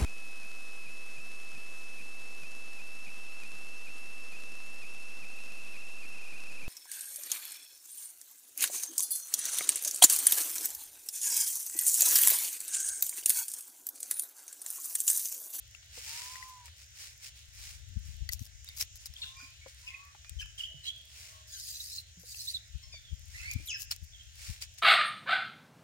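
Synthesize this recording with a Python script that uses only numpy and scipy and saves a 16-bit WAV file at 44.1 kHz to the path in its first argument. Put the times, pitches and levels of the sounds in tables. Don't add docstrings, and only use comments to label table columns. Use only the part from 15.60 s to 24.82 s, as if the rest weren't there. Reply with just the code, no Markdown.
import sys
import numpy as np
from scipy import signal
from scipy.fft import rfft, irfft
from scipy.io import wavfile
from scipy.ndimage import uniform_filter1d

SR = 44100
rng = np.random.default_rng(int(sys.argv[2]) if len(sys.argv) > 2 else 0)


def how_loud(loudness_db):
    steps = np.asarray(loudness_db, float) / 20
    return 10 ** steps


def wav_out(sig):
    wavfile.write(sys.argv[1], SR, np.round(np.clip(np.atleast_2d(sig).T, -1, 1) * 32767).astype(np.int16))


N = 406602
T = np.arange(N) / SR
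PORT_LAG_S = .00043
SWELL_POWER = 1.96
SWELL_ENDS_DB = 27


def colour(x, points, lo_hz, hi_hz):
    f = np.fft.rfftfreq(x.shape[-1], 1 / SR) + 1
    hz, db = np.transpose(points)
    spec = rfft(x) * how_loud(np.interp(np.log(f), np.log(hz), db))
    inside = (f > lo_hz) & (f < hi_hz)
    power = 2 * np.sum(np.abs(spec[..., inside]) ** 2) / x.shape[-1] / x.size
    return irfft(spec, x.shape[-1]) / np.sqrt(power)


def band(x, lo_hz, hi_hz):
    edges_hz = [lo_hz, min(hi_hz, .45 * SR)]
    return signal.sosfilt(signal.butter(2, edges_hz, "bandpass", fs=SR, output="sos"), x)


def walk(rate, size=N):
    k = max(int(SR / rate), 2)
    steps = rng.standard_normal(size + 2 * k)
    smooth = uniform_filter1d(uniform_filter1d(steps, k), k)
    return smooth[k:-k] * np.sqrt(1.5 * k)


def ports(shared, alike, lag_s=PORT_LAG_S, grain=1):
    alike = np.clip(alike, 0, 1)
    both = np.array([shared * grain, np.roll(shared * grain, int(lag_s * SR))])
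    own = grain * rng.standard_normal((2, N))
    return np.sqrt(alike) * both + np.sqrt(1 - alike) * own


def pan(db):
    return how_loud(np.array([db / 2, -db / 2]))


def curve(tables, column, rest):
    out = np.full(N, float(rest))
    for rows in map(np.array, tables):
        on = (T >= rows[0, 0]) & (T <= rows[-1, 0])
        out[on] = np.interp(T[on], rows[:, 0], rows[:, column])
    return out


def swell(t, crest_s, rise_s, fall_s):
    side_s = np.where(t < crest_s, max(rise_s, 1e-3), max(fall_s, 1e-3))
    return np.abs((t - crest_s) / side_s) ** SWELL_POWER


def swells(table, rest_db):
    power = how_loud(2 * rest_db)
    for crest_s, db, rise_s, fall_s in table:
        power = power + how_loud(2 * (db - SWELL_ENDS_DB * swell(T, crest_s, rise_s, fall_s)))
    return 10 * np.log10(power)


def blows(table, ring_cycles, crack_db, crack_s, spread):
    out, t = np.zeros((2, N)), T[:4000]
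    for s, db, hz, pan_db in table:
        ring = np.sin(2 * np.pi * hz * t) * np.exp(-t * hz / ring_cycles) * (1 - np.exp(-t * hz))
        crack = band(rng.standard_normal((2, len(t))), hz / spread, hz * spread)
        crack = crack * how_loud(crack_db) * np.exp(-t / crack_s)
        hit = (ring + crack) * how_loud(db) * pan(pan_db)[:, None]
        for side, lag in enumerate((0, int(.5 * PORT_LAG_S * SR))):
            a = int(s * SR) + lag
            out[side, a:a + len(t)] += hit[side, :N - a]
    return out


# (t/s, level/dB around 40 Hz)
WIND_GUSTS = [(0.0, -72), (0.37, -87), (1.74, -75.5), (2.0, -62.5), (2.434, -53), (3.2, -66.5),
              (4.6, -76.5), (4.73, -59.5), (5.2, -73), (6.9, -77), (7.102, -67.5), (7.9, -58.5),
              (7.99, -46), (8.06, -64.5), (9.22, -66.5)]
# (f/Hz, relative level/dB per Hz)
WIND_SPECTRUM = [(12, -22), (20, -10.5), (54, 9), (81, 7.5), (186, -19.5), (300, -36), (390, -32.5),
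                 (660, -120)]
# (t/s, strength/dB, f/Hz)
EDDIES = [(2.354, -22, 83.6), (2.599, -25, 59.6), (2.729, -33.5, 58.5), (2.803, -28.5, 101.5),
          (3.48, -38.5, 62.7), (3.625, -46, 79), (4.697, -37.5, 65), (4.745, -35, 60), (4.83, -41, 60.7),
          (7.133, -28, 61.7), (7.51, -25.5, 67.9), (7.948, -22.5, 105.7), (8.409, -33.5, 72),
          (8.882, -29, 57), (8.88, -27, 76)]


def wind():
    noise = colour(rng.standard_normal((2, N)), WIND_SPECTRUM, 35.1, 45.4)
    gust_db = np.interp(T, *np.transpose(WIND_GUSTS)) + 2.0 * walk(42)
    out = noise * how_loud(gust_db) * np.array([[1], [how_loud(-15.5)]])
    for s, db, hz in EDDIES:
        cycles = (T - s) * hz - 1.5
        overtone = 0.24 * np.cos(4.4 * np.pi * cycles) * np.exp(-(cycles / 1.0) ** 2)
        swing = np.cos(2 * np.pi * cycles) + overtone
        out += how_loud(db) * np.exp(-(cycles / .85) ** 2) * swing * np.array([[1], [how_loud(-36)]])
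    return out


# (f/Hz, width/Hz, level/dB)
ENGINE_HUMS = [(72.2, 26.4, -61), (112.4, 13, -69.5)]


def town():
    out = 0
    for hz, width_hz, db in ENGINE_HUMS:
        hum = band(ports(rng.standard_normal(N), 1.0), hz - width_hz / 2, hz + width_hz / 2)
        out = out + hum / hum.std() * how_loud(db)
    return out * pan(2.3)[:, None]


# (f/Hz, relative level/dB per Hz)
AIR_SPECTRUM = [(120, -46), (200, -8.5), (456, -11), (601, 9), (1160, -33), (1300, 1.5), (2470, 9.5),
                (6880, 9), (8420, -5), (11500, -42), (15100, -16), (16000, -20)]
AIR_DB = -53.5


def air():
    noise = colour(ports(rng.standard_normal(N), 0.34), AIR_SPECTRUM, 1000, 16000)
    lows_hz = 150 * 2. ** np.arange(7)
    return how_loud(AIR_DB) * sum(band(noise, lo, 2 * lo) * how_loud(1.1 * walk(9)) for lo in lows_hz)


# (loudest at t/s, treble level/dB, rise/s, fall/s)
DRAGS = [(.38, -50.5, 0.1, 0.052), (.52, -44.5, 0.22, 0.48), (.82, -62.5, 0.1, 0.36),
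         (1.063, -56, 0.035, 0.048), (1.217, -58.5, 0.1, 0.07), (1.42, -50, 0.11, 0.17),
         (1.665, -49, 0.081, 0.053), (1.77, -60.5, 0.052, 0.16), (2.05, -50.5, 0.17, 0.2),
         (2.479, -59, 0.069, 0.15), (3.06, -62.5, 0.012, 0.29), (3.217, -42, 0.037, 0.034),
         (3.4, -59, 0.013, 0.16), (3.617, -55.5, 0.1, 0.18), (3.81, -60, .05, 0.16),
         (4.086, -58.5, 0.034, 0.084), (4.22, -60, 0.12, 0.26), (4.81, -53.5, 0.03, 0.042),
         (4.988, -52.5, 0.018, 0.12), (5.27, -53, 0.058, 0.063), (5.612, -53.5, 0.19, 0.25),
         (7.821, -54, 0.22, 0.28), (7.927, -57, 0.044, 0.032), (8.071, -59, 0.19, 0.096),
         (8.216, -54, 0.015, 0.025), (8.314, -43, 0.012, 0.044), (8.87, -49, 0.16, 0.17),
         (9.022, -44, 0.019, 0.044), (9.189, -51, 0.017, 0.021)]
SHUFFLE_DB = -67.5


def drag_level():
    return swells(DRAGS, SHUFFLE_DB)


# (f/Hz, relative level/dB per Hz)
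SCUFF_SPECTRUM = [(210, -29), (350, -21), (959, -12), (1090, -11.5), (2310, 0.5), (3500, -3), (5140, 2),
                  (8440, -3), (13600, -13.5), (16000, -7.5)]


def scuffs(db):
    size_db = np.minimum(14.0 * rng.exponential(1, N), 12)
    grain = how_loud(size_db) * (rng.random(N) < .15)
    noise = colour(ports(rng.standard_normal(N), 0.27, grain=grain), SCUFF_SPECTRUM, 6200, 19700)
    slip_db = db - uniform_filter1d(db, 8000)
    body, top = band(noise, 300, 3000), band(noise, 9000, 19000)
    tilt = (how_loud(-.3 * slip_db) - 1) * body + (how_loud(0.034 * slip_db) - 1) * top
    return (noise + tilt) * how_loud(db)


def crackle(db):
    busy = uniform_filter1d(how_loud(db / 2), 4000)
    chance = rng.random((2, N))
    struck = chance[0] < 30 / SR * busy / busy.mean()
    hits = struck * how_loud(-56 + 12 * chance[1] ** 2)
    bursts = signal.lfilter([1], [1, -.97], hits) * rng.standard_normal((2, N))
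    return band(bursts, 3200, 16500)


# (t/s, strength/dB, ring f/Hz, left minus right level/dB)
SNAPS = [(0.1486, -39, 2740, 11), (0.756, -42, 1950, 20), (0.826, -36.5, 1990, 11), (1.0575, -46, 7840, 22),
         (1.7915, -48, 6600, 12), (2.6907, -26, 1970, 4), (2.6907, -30.5, 4550, 17.5),
         (2.743, -44, 7000, 12), (2.793, -36.5, 6000, 7), (2.825, -45, 5900, -6), (2.864, -42, 5200, -3),
         (3.0451, -37, 7350, -5), (3.088, -32.5, 4660, -6), (3.176, -35, 4970, 3), (3.2075, -24, 5280, -3),
         (3.2113, -23, 5260, 11), (3.224, -22, 5760, 0), (3.458, -30.5, 5020, 6), (3.4688, -42, 3920, -7),
         (3.538, -37.5, 5360, 2), (4.858, -40, 3000, 0), (4.6946, -30.5, 7560, 6), (6.746, -37, 2680, 5.5),
         (7.913, -37.5, 6700, 27), (8.3105, -26, 4860, 1), (8.3128, -19, 5140, 0), (8.3205, -23.5, 4270, 2),
         (9.0227, -32, 4690, 17.5), (9.1845, -44.5, 6800, 23)]


def ticks():
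    return blows(SNAPS, ring_cycles=9, crack_db=-6, crack_s=.0022, spread=3.5)


# (t/s, strength/dB, ring f/Hz, left minus right level/dB)
STONE_KNOCKS = [(0.2274, -57, 2700, 17), (0.375, -45.5, 487, 10), (.616, -48, 1040, 10),
                (1.0799, -47.5, 1710, 2), (3.826, -55, 270, 7), (4.061, -40.5, 532, 8),
                (4.548, -49, 820, 11), (4.6458, -47, 2170, -4), (5.14, -48.5, 142, -15),
                (6.57, -47, 175, 1), (6.635, -53.5, 488.3, -3), (7.34, -54, 640, -13),
                (7.999, -54.5, 295, 11)]


def knocks():
    return blows(STONE_KNOCKS, ring_cycles=4, crack_db=5, crack_s=.006, spread=2.2)


ARCH_POWER = .65


def note(start_s, length_s, from_hz, to_hz, db, order, rough, fall_db, arch, crest, ends_db):
    n, k, rough, crest = int(length_s * SR), order, np.clip(rough, 0, 1), np.clip(crest, 0, 1)
    u = np.arange(n) / n
    glide_hz = from_hz * (to_hz / from_hz) ** u
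    hz = glide_hz * (1 + arch * length_s * np.sin(np.pi * u) ** ARCH_POWER)
    slow = walk(36.3, size=n)
    waver = 1 + rough * (0.032 * (slow - slow.mean()) + 0.0576 * walk(254, size=n))
    phase = 2 * np.pi * np.cumsum(hz / k * waver) / SR
    call = 0
    for j in range(1, int(15500 * k / hz.max()) + 1):
        flutter = 1.0 * walk(500, size=n) + rough * 0.053 * walk(2500, size=n)
        shake = np.sqrt(1 - rough) + np.sqrt(rough) * flutter
        above_khz = max(j * hz.min() / k / 1000 - max(hz.min() / 1000, 5), 0)
        throat_db = -abs(fall_db * (j - k)) - 4.2 * above_khz
        call = call + how_loud(throat_db) * shake * np.sin(j * phase)
    broken_db = 3 * rough * walk(70, size=n)
    effort_db = db - ends_db * swell(u, crest, crest, 1 - crest)
    return call * np.sqrt(2) * how_loud(effort_db + broken_db) * signal.windows.tukey(n, min(1, 200 / n))


STONES_DB, STONES_T60_S = -4, .028
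STONES_HZ = 2500


def scatter(call, hz):
    t = T[:int(STONES_T60_S * SR)]
    paths = rng.standard_normal((2, len(t))) * how_loud(-60 * t / STONES_T60_S)
    spray = how_loud(STONES_DB) * min(hz / STONES_HZ, 1) ** 2
    paths *= spray / np.linalg.norm(paths, axis=1, keepdims=True)
    paths[:, 0] = 1
    heard = signal.fftconvolve(call[None], paths)
    return heard * np.linalg.norm(call) / np.linalg.norm(heard, axis=1, keepdims=True)


CALL_KINDS = dict( coo=dict(order=1, rough=.03, fall_db=32, echo_db=-28, arch=.25, crest=.68, ends_db=13),
              far_coo=dict(order=1, rough=.08, fall_db=30, echo_db=-15, arch=.2, crest=.72, ends_db=14),
              hoot=dict(order=1, rough=.2, fall_db=25, echo_db=-15, arch=.02, crest=.45, ends_db=9),
              peep=dict(order=1, rough=.16, fall_db=4, echo_db=-9, arch=.05, crest=.3, ends_db=14),
              squeak=dict(order=2, rough=.17, fall_db=3, echo_db=-17, arch=-.3, crest=.2, ends_db=12),
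              chirp=dict(order=1, rough=.3, fall_db=30, echo_db=-11, arch=.05, crest=.3, ends_db=14),
              bark=dict(order=1, rough=.55, fall_db=14, echo_db=-14, arch=.05, crest=.25, ends_db=12),
              yap=dict(order=1, rough=.55, fall_db=10, echo_db=-24, arch=-.05, crest=.45, ends_db=12),
              squeal=dict(order=4, rough=.35, fall_db=4.8, echo_db=-22, arch=-.15, crest=.3, ends_db=9),
              screech=dict(order=3, rough=.3, fall_db=20, echo_db=-24, arch=.05, crest=.55, ends_db=14),
              twitter=dict(order=5, rough=.15, fall_db=4.9, echo_db=-8, arch=.1, crest=.45, ends_db=10),
              swoop=dict(order=1, rough=.32, fall_db=4, echo_db=-15, arch=-.7, crest=.5, ends_db=6),
              warble=dict(order=1, rough=.3, fall_db=15, echo_db=-14, arch=.1, crest=.7, ends_db=9),
              whistle=dict(order=1, rough=.14, fall_db=30, echo_db=-10, arch=0, crest=.15, ends_db=14))
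# (start t/s, length/s, loudest partial's f/Hz at start, f/Hz at end, level/dB)
CALLS = dict( coo=[(.47, .605, 857, 925, -52.5)], far_coo=[(3.585, 0.31, 964, 1035, -61.5),
         (4.23, 0.317, 955, 1140, -60)], hoot=[(5.07, .13, 640.3, 628, -72.5), (5.28, .22, 642, 636, -76.5),
         (5.55, 0.38, 644.5, 614, -72), (5.7, 0.15, 1110, 1093, -65)],
         peep=[(3.755, 0.14, 2397, 2420, -53)], squeak=[(7.32, 0.062, 5080, 4510, -48.5)],
         chirp=[(4.295, 0.076, 2120, 2090, -53), (4.338, 0.017, 2470, 2520, -45),
         (4.977, 0.011, 3120, 3200, -39.5), (4.99, 0.018, 3110, 3120, -38), (5.002, 0.014, 3097, 2786, -35),
         (5.033, 0.017, 3004, 3125, -34.5), (5.048, 0.015, 3155, 3090, -42),
         (5.062, 0.019, 3020, 2920, -52), (7.435, 0.1, 3524, 3050, -57), (8.125, 0.05, 2165, 1474, -50),
         (8.1, 0.027, 5300, 4904, -44), (8.133, 0.039, 5600, 4870, -41), (8.52, 0.054, 3480, 3170, -53.5),
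         (8.59, 0.035, 3260, 3170, -53.5)], bark=[(3.555, 0.04, 3260, 3500, -49),
         (3.617, 0.031, 3704, 3590, -35.5), (3.652, 0.055, 3610, 3520, -49.5),
         (3.615, 0.034, 4175, 4180, -42), (3.628, 0.021, 2840, 2920, -45), (3.635, 0.026, 1630, 1550, -56),
         (3.795, 0.047, 1460, 1420, -56), (3.064, .04, 3750, 3300, -50), (3.066, 0.11, 2180, 2290, -59.5),
         (4.265, 0.053, 2588, 2435, -43.5), (4.275, .025, 3000, 3093, -50),
         (4.785, 0.058, 3087, 2530, -42.5), (4.81, 0.038, 1647, 1520, -53),
         (8.085, 0.079, 7170, 5860, -44.5), (8.105, 0.075, 2800, 2528, -40.5)],
         yap=[(5.25, 0.0605, 3000, 3320, -37), (5.235, 0.065, 4100, 3910, -42.5),
         (6.79, 0.039, 4300, 4180, -40), (6.79, .03, 5050, 5134, -47), (6.868, 0.049, 3800, 4050, -35),
         (6.935, 0.0407, 4040, 3750, -35)], squeal=[(5.905, 0.11, 7000, 6280, -48.5),
         (6.075, 0.032, 6720, 6800, -49.5), (6.135, 0.053, 6920, 6600, -55),
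         (8.054, 0.036, 12220, 12960, -49)], screech=[(6.135, 0.043, 3960, 4100, -44),
         (6.195, 0.028, 3850, 3900, -41), (6.31, 0.055, 4295, 4170, -47), (6.368, 0.037, 4190, 4140, -37.5),
         (6.0, 0.032, 5205, 4700, -51), (6.02, 0.039, 4800, 5200, -52), (6.065, 0.02, 4600, 5200, -58)],
         whistle=[(4.01, .065, 2204, 2310, -57), (4.65, 0.074, 2400, 2540, -62),
         (5.08, 0.19, 2900, 3070, -58), (5.275, 0.18, 3370, 3300, -51.5), (7.325, 0.068, 3590, 3470, -53),
         (7.325, .05, 6000, 5800, -57)], warble=[(7.735, .075, 1900, 2260, -48),
         (7.765, .075, 2500, 2640, -51), (7.795, .095, 1320, 1916, -57.5), (7.825, .11, 2030, 2426, -43.5)],
         twitter=[(7.222, .045, 5230, 5400, -55)], swoop=[(8.072, 0.063, 4010, 2390, -41)])
CALLER_PLACES = dict(coo=-2.5, far_coo=1, hoot=6, peep=-3, squeak=2, chirp=-4.5, bark=2, yap=-4, squeal=3, screech=-3, twitter=3, swoop=2, warble=-4, whistle=-4)
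CALLER_LAGS = dict(coo=0, far_coo=.00029, squeak=.00005, swoop=.00004, bark=.00016, yap=.00012, screech=.00018, warble=.00025)
ECHO_T60_S = 0.52


def voices():
    dry, wet = np.zeros((2, N)), np.zeros(N)
    for name, rows in CALLS.items():
        kind = dict(CALL_KINDS[name])
        pan_db, echo_db = CALLER_PLACES[name], kind.pop("echo_db")
        lag = int(CALLER_LAGS.get(name, PORT_LAG_S) * SR)
        for row in rows:
            call, a = note(*row, **kind), int(row[0] * SR)
            left, right = scatter(call, row[2]) * pan(pan_db)[:, None]
            dry[0, a:a + len(left)] += left
            dry[1, a + lag:a + lag + len(right)] += right
            wet[a:a + len(call)] += call * how_loud(echo_db)
    t = T[:SR]
    tail = rng.standard_normal((2, SR)) * how_loud(-60 * t / ECHO_T60_S) * (t > .012)
    tail = band(tail, 820, 5300)
    tail /= np.sqrt(np.sum(tail[0] ** 2))
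    return dry + signal.fftconvolve(wet[None], tail)[:, :N]


# (loudest at t/s, level/dB, rise/s, fall/s)
LEAF_BRUSHES = [(.89, -56, .02, 0.022), (2.72, -37.5, 0.0069, 0.042), (2.83, -57.5, 0.055, 0.074),
                (3.215, -36.5, 0.063, 0.025), (3.36, -53.5, 0.011, 0.026), (3.465, -45.5, 0.016, 0.014),
                (6.6, -60, 0.024, 0.076), (7.917, -53, .012, .01), (7.936, -45, 0.0086, 0.0096),
                (8.216, -44, 0.053, 0.046), (8.33, -63, .01, 0.017), (8.362, -56, .008, 0.007),
                (8.44, -58.5, 0.0094, 0.023)]
# (f/Hz, relative level/dB per Hz)
LEAF_SPECTRUM = [(1500, -18.5), (3500, -7), (5200, 2.5), (7000, 2.5), (10000, -3.5), (14000, 2.5),
                 (16000, -3)]


def rustles():
    size_db = np.minimum(4.0 * rng.exponential(1, N), 18)
    grain = how_loud(size_db) * (rng.random(N) < .05)
    shared = rng.standard_normal(N)
    noise = colour(ports(shared, 0.5, lag_s=.00019, grain=grain), LEAF_SPECTRUM, 3000, 9400)
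    return noise * how_loud(swells(LEAF_BRUSHES, -99)) * pan(4.8)[:, None]


# (t/s, level/dB)
THROAT_RASPS = [
    [(5.87, -54.5), (5.946, -45.5), (6.11, -39), (6.14, -42.5), (6.374, -41.5), (6.43, -56)],
    [(6.64, -58), (6.7, -44.5), (6.888, -41.5), (6.955, -48), (7.0, -62)],
]
# (f/Hz, relative level/dB per Hz)
RASP_SPECTRUM = [(710, -59.5), (1200, -67), (1870, -10.5), (2700, -8), (3250, -36), (3650, 5), (4950, 12),
                 (5700, 5), (6500, 8.5), (7600, 5.5), (16000, 0)]


def rasps():
    grain = how_loud(1.57 * walk(310))
    shared = rng.standard_normal(N)
    noise = colour(ports(shared, 0.19, lag_s=0.00015, grain=grain), RASP_SPECTRUM, 7850, 18700)
    lows_hz = np.arange(1500, 17000, 700)
    ragged = sum(band(noise, lo, lo + 700) * how_loud(2.1 * walk(50)) for lo in lows_hz)
    level_db = uniform_filter1d(curve(THROAT_RASPS, 1, -89), 300)
    return ragged * how_loud(level_db)


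def scene():
    drag_db = drag_level()
    background = wind() + town() + air()
    bank = scuffs(drag_db) + crackle(drag_db) + ticks() + knocks() + rustles()
    return background + bank + voices() + rasps()


def top_cut(x):
    return signal.sosfilt(signal.butter(12, 16850, fs=SR, output="sos"), x)


TOP_HZ = 15900


def record(dry):
    trimmed = signal.sosfilt(signal.ellip(8, .2, 40, TOP_HZ, fs=SR, output="sos"), dry)
    return top_cut(trimmed)


dry = scene()
out = record(dry)
wav_out(out)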